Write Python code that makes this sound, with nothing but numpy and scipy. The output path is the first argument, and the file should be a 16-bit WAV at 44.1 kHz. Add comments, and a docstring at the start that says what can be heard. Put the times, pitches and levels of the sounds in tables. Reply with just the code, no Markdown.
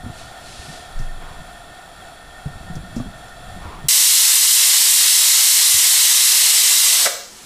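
"""A tiled kitchen, with a pressure cooker on a gas stove and a hand-held camera that bumps as it is lifted.
The burner murmurs and steam seeps past the valve. Then the weight lifts and a bright jet blasts out for
three seconds, dulling as the pressure falls. The weight drops back with a clack that rings the lid,
and a thin hiss goes on. The camera's gain control holds the blast down and ducks all else with it."""
import sys
import numpy as np
from scipy import signal
from scipy.fft import rfft, irfft, next_fast_len
from scipy.io import wavfile
from scipy.ndimage import uniform_filter1d, map_coordinates

SR = 44100
rng = np.random.default_rng(int(sys.argv[2]) if len(sys.argv) > 2 else 0)


def transcribe(u):
    """Save the signal u as a 16-bit wav file named by the first command-line argument.

    u: samples, shape (n,) or (channels, n), limited to [-1, 1]; the rate is SR.
    q: integer samples, one column per channel.
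    """
    v = np.clip(np.atleast_2d(u).T, -1, 1)
    q = np.round(v * 32767).astype(np.int16)
    wavfile.write(sys.argv[1], SR, q)


N = 328570
OPEN_S, SHUT_S = 3.884, 7.06  # the weight lifts, the weight drops

# Levels are relative and ahead of the gain control; a spectrum gives noise density per Hz.
# tone of the steam jet: frequency_hz, level_db
JET_SPECTRUM = [(60, -37), (200, -34.5), (450, -38), (700, -24), (1100, -18), (1700, -14.5), (2500, -14.5),
                (3600, -18), (6500, -10), (8200, 0.0), (9800, -4), (11500, -4.0), (13500, -8.5),
                (15200, -14)]
# resonances of vent, weight and lid: centre_hz, width_hz, boost_db
VENT_RESONANCES = [(424, 270, 10.4), (500, 35, 3), (736, 43, 1.2), (990, 210, 3.5), (1154, 31, 1.4),
                   (2027, 280, 7.25), (2190, 160, 1.6), (2750, 380, 3.7), (3087, 740, 8.35), (3310, 58, 3),
                   (3689, 610, 8.25), (4108, 810, 9.3), (4360, 280, 2.4), (4906, 630, 6.7), (5350, 51, 5.1),
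                   (5540, 850, 8.15), (5910, 81, 4.4), (6085, 74, 6.0), (6385, 400, 6.5), (6650, 57, 3.6),
                   (7040, 260, 6.2), (7580, 51, 4), (7690, 140, 2.4), (7720, 37, 6), (7830, 29, 2.7),
                   (9100, 31, 4.6)]
# hollow tone of steam in the narrowing gap: frequency_hz, level_db
GAP_SPECTRUM = [(100, -24), (350, -13), (620, 0), (1000, -13), (2500, -16)]
# the weight lands and bounces on the vent: start_s, level_db
WEIGHT_HITS = [(7.053, -5), (7.0598, 9), (7.0695, -1)]
# ring of the lid: pitch_hz, level_db, t60_s
LID_MODES = [(495, 0.5, 0.12), (566, 0.5, 0.12), (625, 1, 0.11), (708, 4, 0.14), (1165, -9, 0.19),
             (1230, 1, 0.15), (1450, 1, 0.088), (1710, -6, .12), (1980, 6, 0.044), (2230, 2, .05),
             (2300, 0, .05), (2654, -15, .1)]
# crack of the blow itself: frequency_hz, level_db
CRACK_SPECTRUM = [(150, -24), (350, -9), (600, 2), (900, -6.5), (1500, 1), (2200, -2.5), (2700, -19),
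                  (12000, -31)]
# hiss once the weight is back: frequency_hz, level_db
AFTER_HISS_SPECTRUM = [(120, -6), (300, 3.5), (500, -7), (1200, -4.5), (2500, -5.5), (4500, -4.5),
                       (7500, -3), (10000, -7), (12500, -12), (15000, -23)]
# steam swelling past the seated weight: start_s, length_s, level_db
SEEP_SWELLS = [(.1, 0.11, -42), (.39, 0.37, -41)]
# tone of that leak: frequency_hz, level_db
SEEP_SPECTRUM = [(300, 7.5), (1200, -11), (2500, 2), (4200, 4.5), (6000, -0.5), (9000, -2), (11500, -10),
                 (15000, -40)]
# the hands move the camera: start_s, length_s, level_db
CAMERA_MOVES = [(-.1, 0.31, -42), (.88, 0.58, -42.5), (2.42, 0.67, -35.5), (3.35, 0.52, -38)]
# handling rumble: frequency_hz, level_db
RUMBLE_SPECTRUM = [(10, 1.5), (25, -0.5), (45, -2), (90, -7.5), (160, -9.5), (280, -20.5), (600, -40),
                   (2000, -80)]
# firmer bumps of the hands on the camera: start_s, level_db, pitch_hz
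HAND_BUMPS = [(.035, -24.5, 85), (.058, -24.5, 241), (.097, -29, 137), (.592, -31, 66), (.683, -28, 155),
              (.997, -26, 125), (2.458, -17, 142), (2.7, -24.5, 169), (2.763, -22, 148), (2.964, -16, 233),
              (3.057, -25, 204), (3.654, -26.5, 84), (3.842, -24, 136), (5.74, -9.5, 85)]
# skin rubbing on the camera: frequency_hz, level_db
RUB_SPECTRUM = [(20, 4), (120, 4.5), (280, -4), (500, -12.5), (1200, -25), (3000, -50)]
# ring of the knocked camera body: pitch_hz, level_db, t60_s
KNOCK_MODES = [(127, -16, 0.08), (252, -20, 0.15), (615, -22, 0.026), (1150, -29, 0.043)]
# small ticks of the camera's shell: start_s, level_db, t60_s
SHELL_TICKS = [(.99, -34, .25), (2.755, -28, .06), (2.96, -30, .2), (3.283, -36, .05)]
# tone of those ticks: frequency_hz, level_db
SHELL_SPECTRUM = [(1000, -20), (4000, -9), (5300, 2), (7000, -1), (9000, -9), (15000, -20)]
# soft rustles as the camera moves: start_s, length_s, level_db
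RUSTLE_SWELLS = [(1.18, 0.11, -42), (3.59, .16, -38.5)]
# tone of the rustles: frequency_hz, level_db
RUSTLE_SPECTRUM = [(200, -11), (420, -4.5), (650, -12), (1050, 0.5), (1400, -9), (2400, -16), (4000, -23),
                   (10000, -40)]
# steady rush of the flame: frequency_hz, level_db
FLAME_SPECTRUM = [(300, -2), (500, -3.5), (1000, -4), (2200, -8), (4000, -18), (6000, -19.5),
                  (10000, -12.5), (11500, -21), (13000, -23.5), (15200, -28)]
# resonances of the burner: centre_hz, width_hz, boost_db
BURNER_RESONANCES = [(713, 184, 16.6), (1398, 250, 12.7), (1813, 71, 16.7), (2646, 93, 8.4),
                     (3270, 38, 11.3), (3443, 440, 13.2), (3956, 290, 9.3), (4460, 380, 11.8),
                     (5380, 610, 8), (6030, 202, 5.3), (7239, 640, 8.5), (8900, 88, 5.1), (9823, 130, 8.9),
                     (13795, 700, 6.0)]
# reverb time of the tiled room: frequency_hz, t60_s
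KITCHEN_DECAY = [(200, 0.64), (700, 0.53), (2000, 0.46), (6000, 0.58), (10000, 0.36), (15000, 0.46)]


def steam_jet(full_db=9, lift_s=0.9, sink_s=0.19, attack_s=0.0028, release_s=0.011):
    """Turbulent steam through the vent: falling pressure dulls it, the riding weight makes it flutter."""
    t = clock()
    open_for_s = np.clip(t, OPEN_S, SHUT_S) - OPEN_S
    lifting = np.exp(-open_for_s / lift_s)
    sinking = np.exp((OPEN_S + open_for_s - SHUT_S) / sink_s)
    level_db = full_db - 7 * lifting - 7 * sinking  # weaker while the weight sits low
    brightness = 0.92 - 0.34 * open_for_s - 0.7 * sinking  # dB per octave
    steam = rush(JET_SPECTRUM, VENT_RESONANCES)
    steam = tilted(steam, brightness + 0.33 * wobble(20))  # the treble shimmers
    gap = np.clip((t - OPEN_S) / attack_s, 0, 1) * np.exp(-np.maximum(t - SHUT_S, 0) / release_s)
    flutter_db = 0.28 * wobble(22) + 0.7 * wobble(110)
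    return steam * gap * amp(level_db + flutter_db)


def narrowing_gap(peak_db=-18, swell_s=0.12, release_s=0.01):
    """As the weight sinks, the narrowing gap adds a low, hollow rush."""
    until_shut_s = SHUT_S - clock()
    swell = np.exp(-np.abs(until_shut_s) / np.where(until_shut_s > 0, swell_s, release_s))
    return amp(peak_db) * swell * rush(GAP_SPECTRUM)


def weight_clack(ring_db=-17, crack_db=-3, crack_t60_s=0.046, contact_s=0.0006, scatter_db=2.2):
    """The weight hits its seat, bounces and rings the lid."""
    out, t = np.zeros(N), np.arange(SR // 2) / SR
    attack = 1 - np.exp(-t / contact_s)
    for start_s, hit_db in WEIGHT_HITS:
        ring = np.zeros(len(t))
        for hz, mode_db, t60 in LID_MODES:
            strength = amp(mode_db + rng.normal(0, scatter_db))
            ring += strength * fade(t, t60) * np.sin(2 * np.pi * (hz * t + rng.random()))
        crack = rush(CRACK_SPECTRUM)[:len(t)] * fade(t, crack_t60_s)
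        add(out, start_s, amp(hit_db) * (amp(ring_db) * ring + amp(crack_db) * crack) * attack)
    return out


def after_hiss(level_db=-30, flutter_db=2):
    """The dropped weight does not seal at once: a thin, bright hiss goes on."""
    return (clock() > SHUT_S) * amp(level_db - flutter_db * wobble(11.5)) * rush(AFTER_HISS_SPECTRUM)


def valve_seep():
    """Two soft swells of steam squeeze past the seated weight as the pressure builds."""
    return swells(SEEP_SWELLS, attack_s=0.095, release_s=0.075) * rush(SEEP_SPECTRUM)


def handling(rest_db=-46.5, rub_db=-8, tick_trim_db=-11, bump_t60_s=0.14, knock_s=2.999):
    """Hands on the camera: rumble, dull bumps with a little rubbing, one hard knock, and shell ticks."""
    motion = swells(CAMERA_MOVES, attack_s=0.1, release_s=0.1)
    out = np.hypot(motion, amp(rest_db)) * amp(1.2 * wobble(18)) * rush(RUMBLE_SPECTRUM)
    t = np.arange(SR) / SR
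    attack = 1 - np.exp(-t / 0.0013)
    rub, shell = rush(RUB_SPECTRUM), rush(SHELL_SPECTRUM)
    for start_s, db, hz in list(HAND_BUMPS) + finger_shifts(motion):
        skin = np.roll(rub, -round(start_s * SR))[:len(t)]
        bump = np.sin(2 * np.pi * hz * t) + amp(rub_db) * skin
        add(out, start_s, amp(db) * bump * fade(t, bump_t60_s) * attack)
    knock = sum(amp(db) * np.sin(2 * np.pi * hz * t) * fade(t, t60) for hz, db, t60 in KNOCK_MODES)
    add(out, knock_s, attack * knock)
    for start_s, db, t60 in SHELL_TICKS:
        tick = np.roll(shell, -round(start_s * SR))[:len(t)]
        add(out, start_s, amp(db + tick_trim_db) * tick * fade(t, t60))
    return out


def finger_shifts(motion, per_s=8, boost_db=6, pitch_hz=165.7, scatter_db=2.5, scatter_octaves=0.3):
    """Small random finger bumps that follow the camera's motion: rows of start_s, level_db, pitch_hz."""
    count = int(per_s * N / SR)
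    start_s = (np.arange(count) + rng.random(count)) * N / SR / count
    force, detune = rng.standard_normal((count, 2)).T
    motion_db = 20 * np.log10(np.interp(start_s, clock(), motion) + 1e-9)
    level_db = motion_db + boost_db + scatter_db * force
    return list(zip(start_s, level_db, pitch_hz * 2 ** (scatter_octaves * detune)))


def camera_sway(jolt_s=0.93, gain_db=-12, pitch_hz=20.86, t60_s=1.0, attack_s=0.04):
    """The jolted camera swings and settles: a deep flutter."""
    t = np.maximum(clock() - jolt_s, 0)
    attack = 1 - np.exp(-(t / attack_s) ** 2)
    return amp(gain_db) * np.sin(2 * np.pi * pitch_hz * t) * fade(t, t60_s) * attack


def rustle():
    """Two soft, dull rustles, like a sleeve sliding as the camera moves."""
    return swells(RUSTLE_SWELLS, attack_s=0.043, release_s=0.086) * rush(RUSTLE_SPECTRUM)


def burner(level_db=-40, flicker_db=1):
    """The flame's steady murmur, coloured by the burner's resonances."""
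    return amp(level_db + flicker_db * wobble(7.75)) * rush(FLAME_SPECTRUM, BURNER_RESONANCES)


def kitchen_reverb(x, drift_hz=4, steady_db=-5):
    """Diffuse kitchen reverb, mostly drifting between tails so it sounds smooth; a small part holds still."""
    blend = np.pi * wobble(drift_hz)
    drifting = tile_tail(x * np.cos(blend)) + tile_tail(x * np.sin(blend))
    return (amp(steady_db) * tile_tail(x) + drifting) / np.hypot(1, amp(steady_db))


def tile_tail(x):
    """A fresh, diffuse tail off the tiles; the top end dies first."""
    hz, t, bands = signal.stft(rng.standard_normal(SR * 3 // 4), SR, nperseg=256)
    decay = fade(t, along(KITCHEN_DECAY, hz)[:, None])
    tail = signal.istft(bands * decay, SR, nperseg=256)[1]
    return signal.fftconvolve(x, tail / np.linalg.norm(tail))[:N]


def gain_control(x, ceiling_db=-12, release_db_per_s=14, window_s=0.023):
    """The gain ducks at once when the level passes the ceiling, then creeps back."""
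    power = np.abs(uniform_filter1d(x.mean(0) ** 2, int(window_s * SR)))
    recovery_db = release_db_per_s * clock()
    held_db = np.maximum.accumulate(10 * np.log10(power + 1e-12) + recovery_db) - recovery_db
    return x * amp(np.minimum(ceiling_db - held_db, 0))


def rush(spectrum, resonances=()):
    """Noise of rms 1 with a broad spectrum and resonant humps on it."""
    def response(hz):
        humps_db = sum(db / (1 + (2 * (hz - centre) / width) ** 2) for centre, width, db in resonances)
        return amp(along(spectrum, hz) + humps_db)
    noise = filtered(rng.standard_normal(N), response)
    return noise / np.sqrt(np.mean(noise ** 2) + 1e-20)


def swells(rows, attack_s, release_s):
    """An envelope of swells: each rises, holds to its end and dies away."""
    t = clock()
    envelope = np.zeros(N)
    for start_s, length_s, db in rows:
        attack = np.clip((t - start_s) / attack_s, 0, 1)
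        release = np.exp(-np.maximum(t - start_s - length_s, 0) / release_s)
        envelope += amp(db) * attack * release
    return envelope


def tilted(x, db_per_octave):
    """A gentle, moving tilt EQ that pivots at 6 kHz."""
    slope = filtered(x, lambda hz: np.log(amp(np.log2(np.clip(hz, 500, 16000) / 6000))))
    return x + db_per_octave * slope


def filtered(x, response):
    """EQ x with a gain that is a function of frequency."""
    size = next_fast_len(N + SR // 2)
    return irfft(rfft(x, size) * response(np.fft.rfftfreq(size, 1 / SR)), size)[..., :N]


def along(points, hz):
    """Read a curve of (frequency_hz, value) points on a log frequency axis."""
    point_hz, values = np.transpose(points)
    return np.interp(np.log(hz + 1), np.log(point_hz + 1), values)


def wobble(rate_hz):
    """Smooth random modulation with rate_hz knots a second."""
    return map_coordinates(rng.standard_normal(int(N * rate_hz / SR) + 4), [clock() * rate_hz])


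def fade(t, t60):
    """A decay of 60 dB in t60 seconds."""
    return np.exp(-np.log(1000) * t / t60)


def add(track, start_s, sound):
    """Mix a sound into the track at start_s."""
    part = track[round(start_s * SR):][:len(sound)]
    part += sound[:len(part)]


def amp(db):
    return 10 ** (np.asarray(db) / 20)


def clock():
    return np.arange(N) / SR


def scene(room_db=-5):
    """The cooker in its room, with burner and handling noise left dry; mono on both channels."""
    cooker = steam_jet() + narrowing_gap() + valve_seep() + after_hiss() + weight_clack()
    in_room = (cooker + amp(room_db) * kitchen_reverb(cooker)) / np.hypot(1, amp(room_db))
    mono = in_room + burner() + handling() + camera_sway() + rustle()
    return np.array([mono, mono])


def record(dry, peak_limit=0.82, cutoff_hz=15450):
    """The camera's gain control, a soft clip for stray peaks, and its band limit."""
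    ducked = gain_control(dry)
    clipped = ducked / (1 + (ducked / peak_limit) ** 8) ** (1 / 8)
    return filtered(clipped, lambda hz: hz < cutoff_hz)


dry = scene()
out = record(dry)
transcribe(out)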